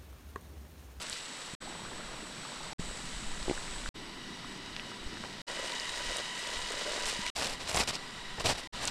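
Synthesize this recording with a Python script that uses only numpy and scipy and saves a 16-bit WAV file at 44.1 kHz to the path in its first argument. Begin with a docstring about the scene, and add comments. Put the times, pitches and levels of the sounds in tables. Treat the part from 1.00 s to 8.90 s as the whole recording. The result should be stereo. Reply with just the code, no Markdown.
"""A gas burner roars and hisses under a simmering pot at a forest camp, heard by microphones worn on the chest.
The flame and jet are shaped noise; the broth is many tiny rising tones and a sizzle of clicks.
Far insects drone as narrow noise bands and one whines as a wavering tone near 8 kHz.
Hands stir, rummage through leaves and crumple a thin plastic bag: showers of clicks, with louder snaps and bumps.
Air and body movement rock the microphones. Seven short shots fade in quickly, with brief silences between."""
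import sys
import numpy as np
from scipy import signal
from scipy.fft import rfft, irfft, next_fast_len
from scipy.io import wavfile
from scipy.ndimage import uniform_filter1d

SR = 44100
rng = np.random.default_rng(int(sys.argv[2]) if len(sys.argv) > 2 else 0)


def put_to_file(sound):
    """Save the sound as 16-bit audio at rate SR, in the file named by the first command-line argument."""
    columns = np.atleast_2d(sound).T  # one column per channel
    safe = np.clip(columns, -1, 1)
    whole_steps = np.round(safe * 32767)
    wavfile.write(sys.argv[1], SR, whole_steps.astype(np.int16))


def field_ratio(decibels):
    """Amplitude ratio for a level in dB (20 dB per decade); scalars and array-likes work."""
    return 10 ** (np.asarray(decibels, dtype=float) / 20)


N = 348390
TIME, HZ = np.arange(N) / SR, np.fft.rfftfreq(next_fast_len(N), 1 / SR)

# how busy the hands are, stirring and then rummaging; they are idle after the last row:
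# (time [s], rustle level [dB], dull knocking level [dB])
HAND_ACTIVITY = [(0.0, -49, -56), (0.14, -45, -60), (0.25, -49.5, -71), (0.55, -52, -51),
                 (0.62, -64, -53.5), (1.1, -57.5, -54), (1.73, -50.5, -55.5), (1.8, -51, -50),
                 (2.2, -50, -72), (2.55, -47.5, -53), (2.88, -50.5, -62), (2.96, -57.5, -70),
                 (3.7, -53.5, -67), (3.85, -54, -51.5), (4.0, -55, -70), (4.15, -51, -57),
                 (4.41, -53.5, -64), (4.49, -44.5, -48.5), (5.2, -40.5, -49.5), (5.28, -46.5, -73),
                 (5.38, -42, -49), (5.62, -42.5, -51.5), (5.9, -41, -43.5), (6.06, -39, -46.5),
                 (6.3, -41.5, -57)]


def unit(x):
    """Scale to an rms (average strength) of 1."""
    return x / np.sqrt(np.mean(x ** 2))


def sound(spectrum):
    """Turn a spectrum back into samples."""
    return irfft(spectrum, next_fast_len(N))[..., :N]


def filtered(x, gain):
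    """Make each frequency louder or softer by its own gain."""
    return sound(rfft(x, next_fast_len(N)) * gain)


def colour(points):
    """Gain per frequency through (Hz, dB) points, dropping 30 dB just outside them."""
    hz, db = np.transpose(points)
    all_hz = np.r_[hz[0] / 2, hz, hz[-1] * 1.2]
    all_db = np.r_[db[0] - 30, db, db[-1] - 30]
    return field_ratio(np.interp(np.log(HZ + 1), np.log(all_hz), all_db))


def peak(hz, width):
    """Power shape of one resonance, a pitch that rings out above its neighbours."""
    return 1 / (1 + (2 * (HZ - hz) / width) ** 2)


def noise(gain):
    """Spectra of two unrelated noises with the given gain per frequency."""
    real, imaginary = rng.standard_normal((2, 2, len(HZ)))
    return (real + 1j * imaginary) * gain


def walk(rate):
    """A wandering curve: random levels 1 / rate seconds apart, joined by ramps; spread 1."""
    levels = rng.standard_normal(int(rate * TIME[-1]) + 2)
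    steps = uniform_filter1d(np.repeat(levels, 4), size=4)
    return np.interp(TIME * rate * 4, np.arange(len(steps)), steps / steps.std())


def flutter(gain, centres, flicker_db, rate):
    """Two streams of coloured noise whose pitch ranges flicker on their own."""
    source = noise(gain)
    total = 0
    for row in np.eye(len(centres)):
        one_range = np.interp(np.log(HZ + 1), np.log(centres), row)
        total = total + field_ratio(flicker_db * walk(rate)) * sound(source * one_range)
    return unit(total)


def grains(count, spread_db):
    """Two unrelated streams of clicks at random times, a few of them much louder."""
    out = np.zeros((2, N))
    loudness = field_ratio(spread_db * np.minimum(rng.exponential(size=(2, count)), 5))
    size = rng.standard_normal((2, count)) * loudness
    np.put_along_axis(out, rng.integers(0, N, (2, count)), size, axis=1)
    return out


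def crackle(points, count, spread_db, ring_s):
    """Creases of three sizes snap independently, each in its own range and smeared into a short burst."""
    spectrum = 0
    for k in range(3):
        octaves = np.log2(np.maximum(HZ, 1500) / 1500)
        size = 0.14 + np.clip(1 - abs(octaves / 1.49 - k), 0, 1)
        # a randomly drifting phase spreads each click out in time
        phase = np.cumsum(rng.standard_normal(len(HZ))) * np.sqrt(ring_s * 4 * np.pi * HZ[1])
        clicks = rfft(grains(count, spread_db), next_fast_len(N))
        spectrum = spectrum + clicks * size * np.exp(1j * phase)
    return unit(sound(spectrum * colour(points)))


def per_shot(name):
    """Hold one named column of the shot table (or the shot's number) until the next shot starts."""
    # (start [s], end [s], flame roar [dB], gas hiss [dB], sizzle [dB], insect drone [dB], whine [dB],
    #  stereo width [0-1], lag of the left side [rad])
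    shots = np.array([(-.050, 0.551, -61, -47, -55.5, -56, -55.5, 0.31, 0.53),
                      (0.603, 1.733, -52.5, -46.5, -58, -59, -56, 0.31, 0.49),
                      (1.783, 2.89, -52.5, -47, -53, -54, -55, 0.33, 0.4),
                      (2.941, 4.418, -50.5, -48.5, -77, -51.5, -66, 0.03, .01),
                      (4.467, 6.302, -58, -46, -54.5, -43, -73, 0.34, 0.38),
                      (6.35, 7.674, -54.5, -46.5, -59.5, -50, -81, 0.23, 0.064),
                      (7.724, 7.950, -54, -42, -54.5, -48.5, -72, 0.29, 0.21)])
    names = ["start", "end", "roar", "hiss", "sizzle", "drone", "whine", "width", "lag"]
    shot = np.clip(np.searchsorted(shots[:, 0], TIME) - 1, 0, None)
    return shot if name == "number" else shots[shot, names.index(name)]


def insects():
    """Many far singers blur into noise bands near multiples of one buzz rate; one holds a thin, wavering whine."""
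    # bands of the drone: (pitch [Hz], width of the resonance shape [Hz], level against the other bands [dB])
    drone_bands = [(981, 65, -1.5), (1951, 122, -1), (2950, 170, -3.5), (3836, 53, -1.5), (4935, 170, -10)]
    bands = 0
    for hz, width, db in drone_bands:
        bands = bands + field_ratio(db + 0.79 * walk(30)) * sound(noise(peak(hz, width) ** 0.68))

    whine_hz, waver_hz, flicker_db = 7957, 12.2, 1.7
    turn = 2 * np.pi * np.cumsum(whine_hz + waver_hz * walk(40)) / SR
    whine = unit(np.sin(turn) * field_ratio(flicker_db * walk(25.1)))
    shares = np.array([[1], [.3]])  # weaker in the stream that differs between the ears
    return field_ratio(per_shot("drone")) * unit(bands) + field_ratio(per_shot("whine")) * whine * shares


def sway():
    """Slow pressure swings, partly unlike on the two ports, swelling at random and at each lurch."""
    # tone of air and body movement: (frequency [Hz], gain [dB])
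    sway_tone = [(2.4, -32), (4.0, 1.5), (17, 2), (25, -1), (60, -9), (87, -25), (120, -22.5), (160, -47),
                 (260, -120)]
    # air and body movement on the microphones, one value per shot: (level [dB])
    sway_levels = np.array([-59.5, -53.5, -44, -54.5, -53.5, -55, -52])
    # lurches of the body that rock the microphones harder: (time [s], level added [dB])
    body_lurches = [(1.9, -48), (4.07, -46), (5.08, -48), (5.6, -43), (6.05, -52), (6.17, -51), (6.51, -51),
                    (6.79, -51), (7.5, -47), (7.74, -49)]
    wander_db, lurch_s = 3, 0.05  # random swell; time from a lurch's middle until it has mostly faded
    both, apart = unit(sound(noise(colour(sway_tone))))
    level = field_ratio(sway_levels[per_shot("number")] + wander_db * walk(7))
    for s, db in body_lurches:
        level = level + field_ratio(db) * np.exp(-((TIME - s) / lurch_s) ** 2)
    return level * (both + 1.3 * per_shot("width") * apart * np.array([[1], [-1]]))


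def bumps():
    """A dull bump on the microphone body is one hard push and a fainter ring, later on the left port."""
    # (time [s], peak level [dB], pitch [Hz], time for the ring to fade by 60 dB [s], left minus right [dB])
    body_bumps = [(0.533, -29, 180, 0.04, -2), (0.698, -36, 260, 0.05, -10), (0.749, -38, 221, 0.04, -2.0),
                  (0.999, -30, 570, 0.029, 0.5), (1.228, -34, 288, 0.045, -6), (1.699, -38, 164, 0.04, -5),
                  (1.792, -21, 174, 0.061, -8), (2.48, -20, 360, 0.055, -11), (2.496, -15, 330, 0.035, -6),
                  (2.51, -18, 343, 0.037, -15), (4.048, -28, 41.3, 0.033, 0), (4.514, -36, 509, 0.031, -5),
                  (5.829, -38, 607, 0.04, 4), (5.879, -24, 600, 0.15, -2), (5.949, -36, 560, 0.037, 3),
                  (6.189, -26.5, 199, 0.08, -0.5), (7.737, -34, 94, 0.029, 2)]
    left_lag_rad = 1.24
    overtone, overtone_db = 2.3, -8  # the body's second way of ringing: pitch ratio and level
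    out = np.zeros((2, N + SR))
    t = np.arange(SR // 8) / SR
    for s, db, hz, t60, pan_db in body_bumps:
        push = 0.95 * np.exp(-((t * hz - .75) / 0.21) ** 2)
        fade = field_ratio(-60 * t / max(t60, .005)) + push
        turn = 2 * np.pi * hz * t - np.array([[left_lag_rad], [0]])
        tones = np.sin(turn) + field_ratio(overtone_db) * np.sin(overtone * turn)
        ring = tones * fade * np.minimum(t * hz * 2, 1)  # starts up within half a cycle
        i = int(s * SR)
        out[:, i:i + len(t)] += field_ratio(db + np.array([[pan_db], [-pan_db]]) / 2) * ring / abs(ring).max()
    return out[:, :N]


def hands():
    """Dense small crackles that come in fits, with duller knocks and gurgles under them."""
    # tone of the rustle and of the knocks: (frequency [Hz], gain [dB])
    rustle_tone = [(700, -24), (1500, -5), (3000, -2), (4200, -4), (6000, -6), (8900, -10.5), (11000, -28),
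                   (12200, -30), (13300, -35), (15000, -38)]
    knock_tone = [(120, -31), (300, -3.5), (580, 6.5), (850, -5.5), (1600, -5), (3000, -27)]
    s, rustle_db, knock_db = np.transpose(HAND_ACTIVITY)
    rustle = crackle(rustle_tone, count=9000, spread_db=1.0, ring_s=0.00041)
    rustle = rustle * field_ratio(0.59 * walk(30) + 0.47 * walk(6.6))
    knock = unit(filtered(grains(count=2400, spread_db=0.5), colour(knock_tone))) * field_ratio(2.84 * walk(9))
    rustle_level = field_ratio(np.interp(TIME, s, rustle_db, right=-120))
    knock_level = field_ratio(np.interp(TIME, s, knock_db, right=-120))
    return rustle_level * rustle + knock_level * knock


def bag():
    """Each squeeze is a quick swell of creases giving way, ragged within."""
    # tone of the thin plastic: (frequency [Hz], gain [dB])
    bag_tone = [(35, -23), (60, 1.5), (209, -7), (276, -8.5), (711, -3), (1420, -11), (2650, -6),
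                (3120, -9), (5430, -9.5), (6530, -15), (7500, -11.5), (9900, -21), (15000, -41.5)]
    # a wrapper crumples, the spoon scrapes, the bag is squeezed:
    # (start [s], length [s], share spent rising [0-1], level [dB], brightness tilt [relative, positive is brighter])
    squeezes = [(.004, 0.03, 0.85, -41, 5.5), (0.102, 0.048, 0.55, -43.5, 6),
                (4.221, 0.057, 0.6, -45, -2.5), (6.055, 0.065, 0.3, -36.5, 3),
                (6.258, 0.013, 0.4, -41.5, -1), (6.328, 0.23, 0.29, -33.5, 1.9),
                (6.59, 0.092, 0.14, -43, 0), (6.668, 0.065, 0.42, -35, 1.8), (6.724, 0.12, 0.6, -28, 0.7),
                (6.872, 0.044, 0.36, -31.5, 1), (6.92, 0.056, 0.46, -39, 1.2),
                (7.378, 0.022, 0.25, -41.5, -7), (7.397, 0.028, 0.16, -31.5, -1),
                (7.44, 0.029, 0.56, -31.5, -2), (7.457, 0.055, 0.09, -28.5, 0.2),
                (7.484, .055, 0.54, -31, -0.5), (7.54, .030, 0.5, -43, -1), (7.571, 0.039, 0.3, -36.5, 1),
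                (7.630, 0.018, .3, -46, 1), (7.806, 0.07, 0.4, -37, 1.5), (7.872, 0.028, 0.05, -34.5, 1.5)]
    creases = crackle(bag_tone, count=22000, spread_db=2.5, ring_s=0.00029) * field_ratio(1.15 * walk(120))
    bright = unit(filtered(creases, np.log2((HZ + 50) / 2000)))
    out = np.zeros((2, N))
    for start, length, rise, db, tilt in squeezes:
        now = slice(int(start * SR), int((start + length) * SR))
        corners = [start, start + rise * length, start + length]
        swell = np.interp(TIME[now], corners, [0, 1, 0]) ** .5
        tilted = creases[:, now] + np.log(10) / 20 * tilt * bright[:, now]
        out[:, now] += field_ratio(db) * swell * tilted
    return out


def ticks(count):
    """Rows of fainter snaps, scattered while the hands work and as loud as they are busy."""
    s, rustle_db, _ = np.transpose(HAND_ACTIVITY)
    when, size, pitch, pan = rng.random((count, 4)).T
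    when = .01 + when * s[-1]
    db = np.interp(when, s, rustle_db) + 12 - 8 * size  # 4 to 12 dB above the rustle level
    hz = 3500 * 2 ** (2.5 * (pitch - .5))
    octaves = np.full(count, 1.3)
    return np.transpose([when, db, hz, octaves, 4 * (pan - .5)])


def snaps():
    """A snap is a burst of a few cycles that starts fast and dies away a little slower."""
    # the clearest snaps of creases, spoon and simmer:
    # (time [s], peak level [dB], pitch [Hz], width [octaves], left minus right [dB])
    clear_snaps = [(0.0982, -16.5, 8500, 0.99, 5), (0.1045, -34, 1300, 0.8, 0),
                   (0.1295, -23, 4300, 0.55, 1), (2.4288, -24, 4280, 1, 0), (2.4975, -22, 2510, 1.1, 4),
                   (2.578, -28, 1600, 0.61, 0), (2.68, -27, 2330, 1.5, -1), (2.7838, -28, 3600, 1.2, -2),
                   (2.8608, -26, 1470, 0.69, -1), (3.4463, -32.5, 1170, 0.73, 0),
                   (3.765, -17.5, 2920, 1.8, 4), (3.797, -21.5, 2730, 0.97, 4),
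                   (3.9176, -33, 1280, 0.61, 0), (4.1716, -26.5, 1670, 1.4, -1.5),
                   (4.2392, -24, 1220, 1.9, 1), (4.7215, -23, 3930, 0.95, -1), (4.799, -20, 4860, 0.49, -1),
                   (5.1698, -12.5, 8900, 1.2, -2), (5.7219, -19, 8560, 1.24, 1),
                   (5.9554, -21, 7200, 1.7, -2), (6.057, -16, 6050, 1.4, -3), (6.0969, -16, 8560, 1.2, -3),
                   (6.265, -16.5, 9340, 1.7, -3), (6.2652, -23, 2250, 0.42, 0), (6.457, -20, 6560, 1, 1),
                   (6.7458, -13, 6000, 1.5, 4), (6.7625, -13, 7750, 0.59, -1), (6.8878, -17, 9340, 1.1, -1),
                   (6.955, -17, 4800, 0.75, 2), (7.3993, -23, 6050, 1.0, 4), (7.4947, -15, 9340, 1.25, 1),
                   (7.5058, -13, 6050, 1.9, 7), (7.854, -15, 8200, 0.66, 5), (7.8759, -12, 6360, 0.95, 4)]
    out = np.zeros((2, N + SR))
    t = np.arange(-SR // 200, SR // 50) / SR
    phases = 2 * np.pi * rng.random(size=99)
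    for (s, db, hz, octaves, pan_db), phase in zip([*clear_snaps, *ticks(count=24)], phases):
        length = .5 / (hz * max(octaves, .2))  # wide snaps are short
        shape = np.where(t < 0, np.exp(-(t / length) ** 2), np.exp(-t / (1.8 * length)))
        snap = np.cos(2 * np.pi * hz * t + phase) * shape
        i = int((s + t[0]) * SR)
        out[:, i:i + len(t)] += field_ratio(db + np.array([[pan_db], [-pan_db]]) / 2) * snap
    return out[:, :N]


def bubbles(count):
    """Each bubble rings a few cycles and glides up as it reaches the surface."""
    out, t = np.zeros((2, N + 800)), np.arange(800) / SR
    chance = rng.random((2, count, 3))  # pitch, loudness and time of each bubble
    hz = 1150 * 2 ** (1.25 * (chance[..., :1] - .5))
    tone = np.sin(2 * np.pi * hz * t * (1 + 0.014 * hz * t))
    ring = field_ratio(-14 * chance[..., 1:2]) * tone * np.exp(-t * hz / 7.8)
    for stream in range(2):
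        starts = (chance[stream, :, 2:] * N).astype(int)
        np.add.at(out[stream], starts + np.arange(len(t)), ring[stream])
    return unit(out[:, :N])


def burner():
    """The flame roars unevenly, the jet hisses, the broth bubbles and sizzles."""
    # tones of the flame, the gas jet and the sizzle: (frequency [Hz], gain [dB])
    roar_tone = [(60, -9), (110, -2), (220, 1.5), (400, -5), (700, -27), (1500, -51)]
    hiss_tone = [(150, 2.5), (500, 0), (1300, 2), (2500, -1), (4200, -1), (5600, -9.5), (7000, -13.5),
                 (9500, -16), (11000, -25), (12000, -23.5), (13200, -33), (15000, -40)]
    sizzle_tone = [(3500, -23), (5600, -6.5), (7400, 8.5), (9000, 1.5), (10500, -11), (12000, -34),
                   (13300, -36), (15000, -35)]
    # resonances under the pot: (pitch [Hz], width [Hz], height above the hiss [dB])
    pot_resonances = [(3780, 360, 3.5), (4640, 120, 3.5), (5610, 390, 7.5)]
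    # bubbling broth, one value per shot: (level [dB])
    simmer_levels = [-62, -53.5, -56.5, -64, -67, -70, -75]
    roar = flutter(colour(roar_tone), [80, 156, 322, 640], flicker_db=2.0, rate=11)
    jet = colour(hiss_tone) * field_ratio(sum(db * peak(hz, width) for hz, width, db in pot_resonances))
    hiss = flutter(jet, [400, 1000, 2200, 4500, 9000], flicker_db=0.54, rate=9)
    sizzle = unit(filtered(grains(count=70000, spread_db=2.5), colour(sizzle_tone)))
    simmer = field_ratio(simmer_levels)[per_shot("number")] * bubbles(count=700)
    flame = field_ratio(per_shot("roar")) * roar + field_ratio(per_shot("hiss")) * hiss
    return flame + field_ratio(per_shot("sizzle")) * sizzle + simmer


def scene():
    """Mix a shared and an unlike stream; the left port hears the shared one late, and more of it near 11 kHz."""
    # how unlike the two microphone ports hear each pitch: (frequency [Hz], gain [dB])
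    port_difference = [(30, -11), (150, -14.5), (600, -4.5), (2000, 3), (5000, 1.5), (8500, 1), (10200, 0),
                       (11300, 8), (12500, 6), (15000, 10)]
    shared, unlike = burner() + insects() + hands() + bag()
    late = filtered(shared, -1j / (1 + (HZ / 4500) ** 2))  # a quarter cycle late
    lean = filtered(shared, 2.6 * np.exp(-((HZ - 11300) / 900) ** 2))
    side = per_shot("width") * (filtered(unlike, colour(port_difference)) + lean)
    side = side + np.tan(per_shot("lag") / 2) * late
    # the capsule dulls the top of every snap
    knocks = filtered(snaps() + bumps(), 1 / np.sqrt(1 + (HZ / 9500) ** 14))
    return shared + side * np.array([[1], [-1]]) + knocks + sway()


def top_cut(x):
    """Nothing passes above the cut-off."""
    return signal.sosfilt(signal.butter(12, 15750, fs=SR, output="sos"), x)


def record(dry):
    """Port noise shows near 11 kHz where the capsule is dull; each shot stops dead and the next fades in."""
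    # the microphones' own noise, left row and right row: (level [dB])
    self_noise = np.array([[-80], [-84]])
    hiss = unit(sound(noise(colour([(10000, -22), (11300, -2), (12500, -8), (14800, -12)]))))
    fade_s = 0.017
    fade_in = np.clip((TIME - per_shot("start")) / fade_s, 0, 1)
    gate = fade_in * (TIME < per_shot("end"))
    return top_cut((dry + field_ratio(self_noise) * hiss) * gate)


dry = scene()
out = record(dry)
put_to_file(out)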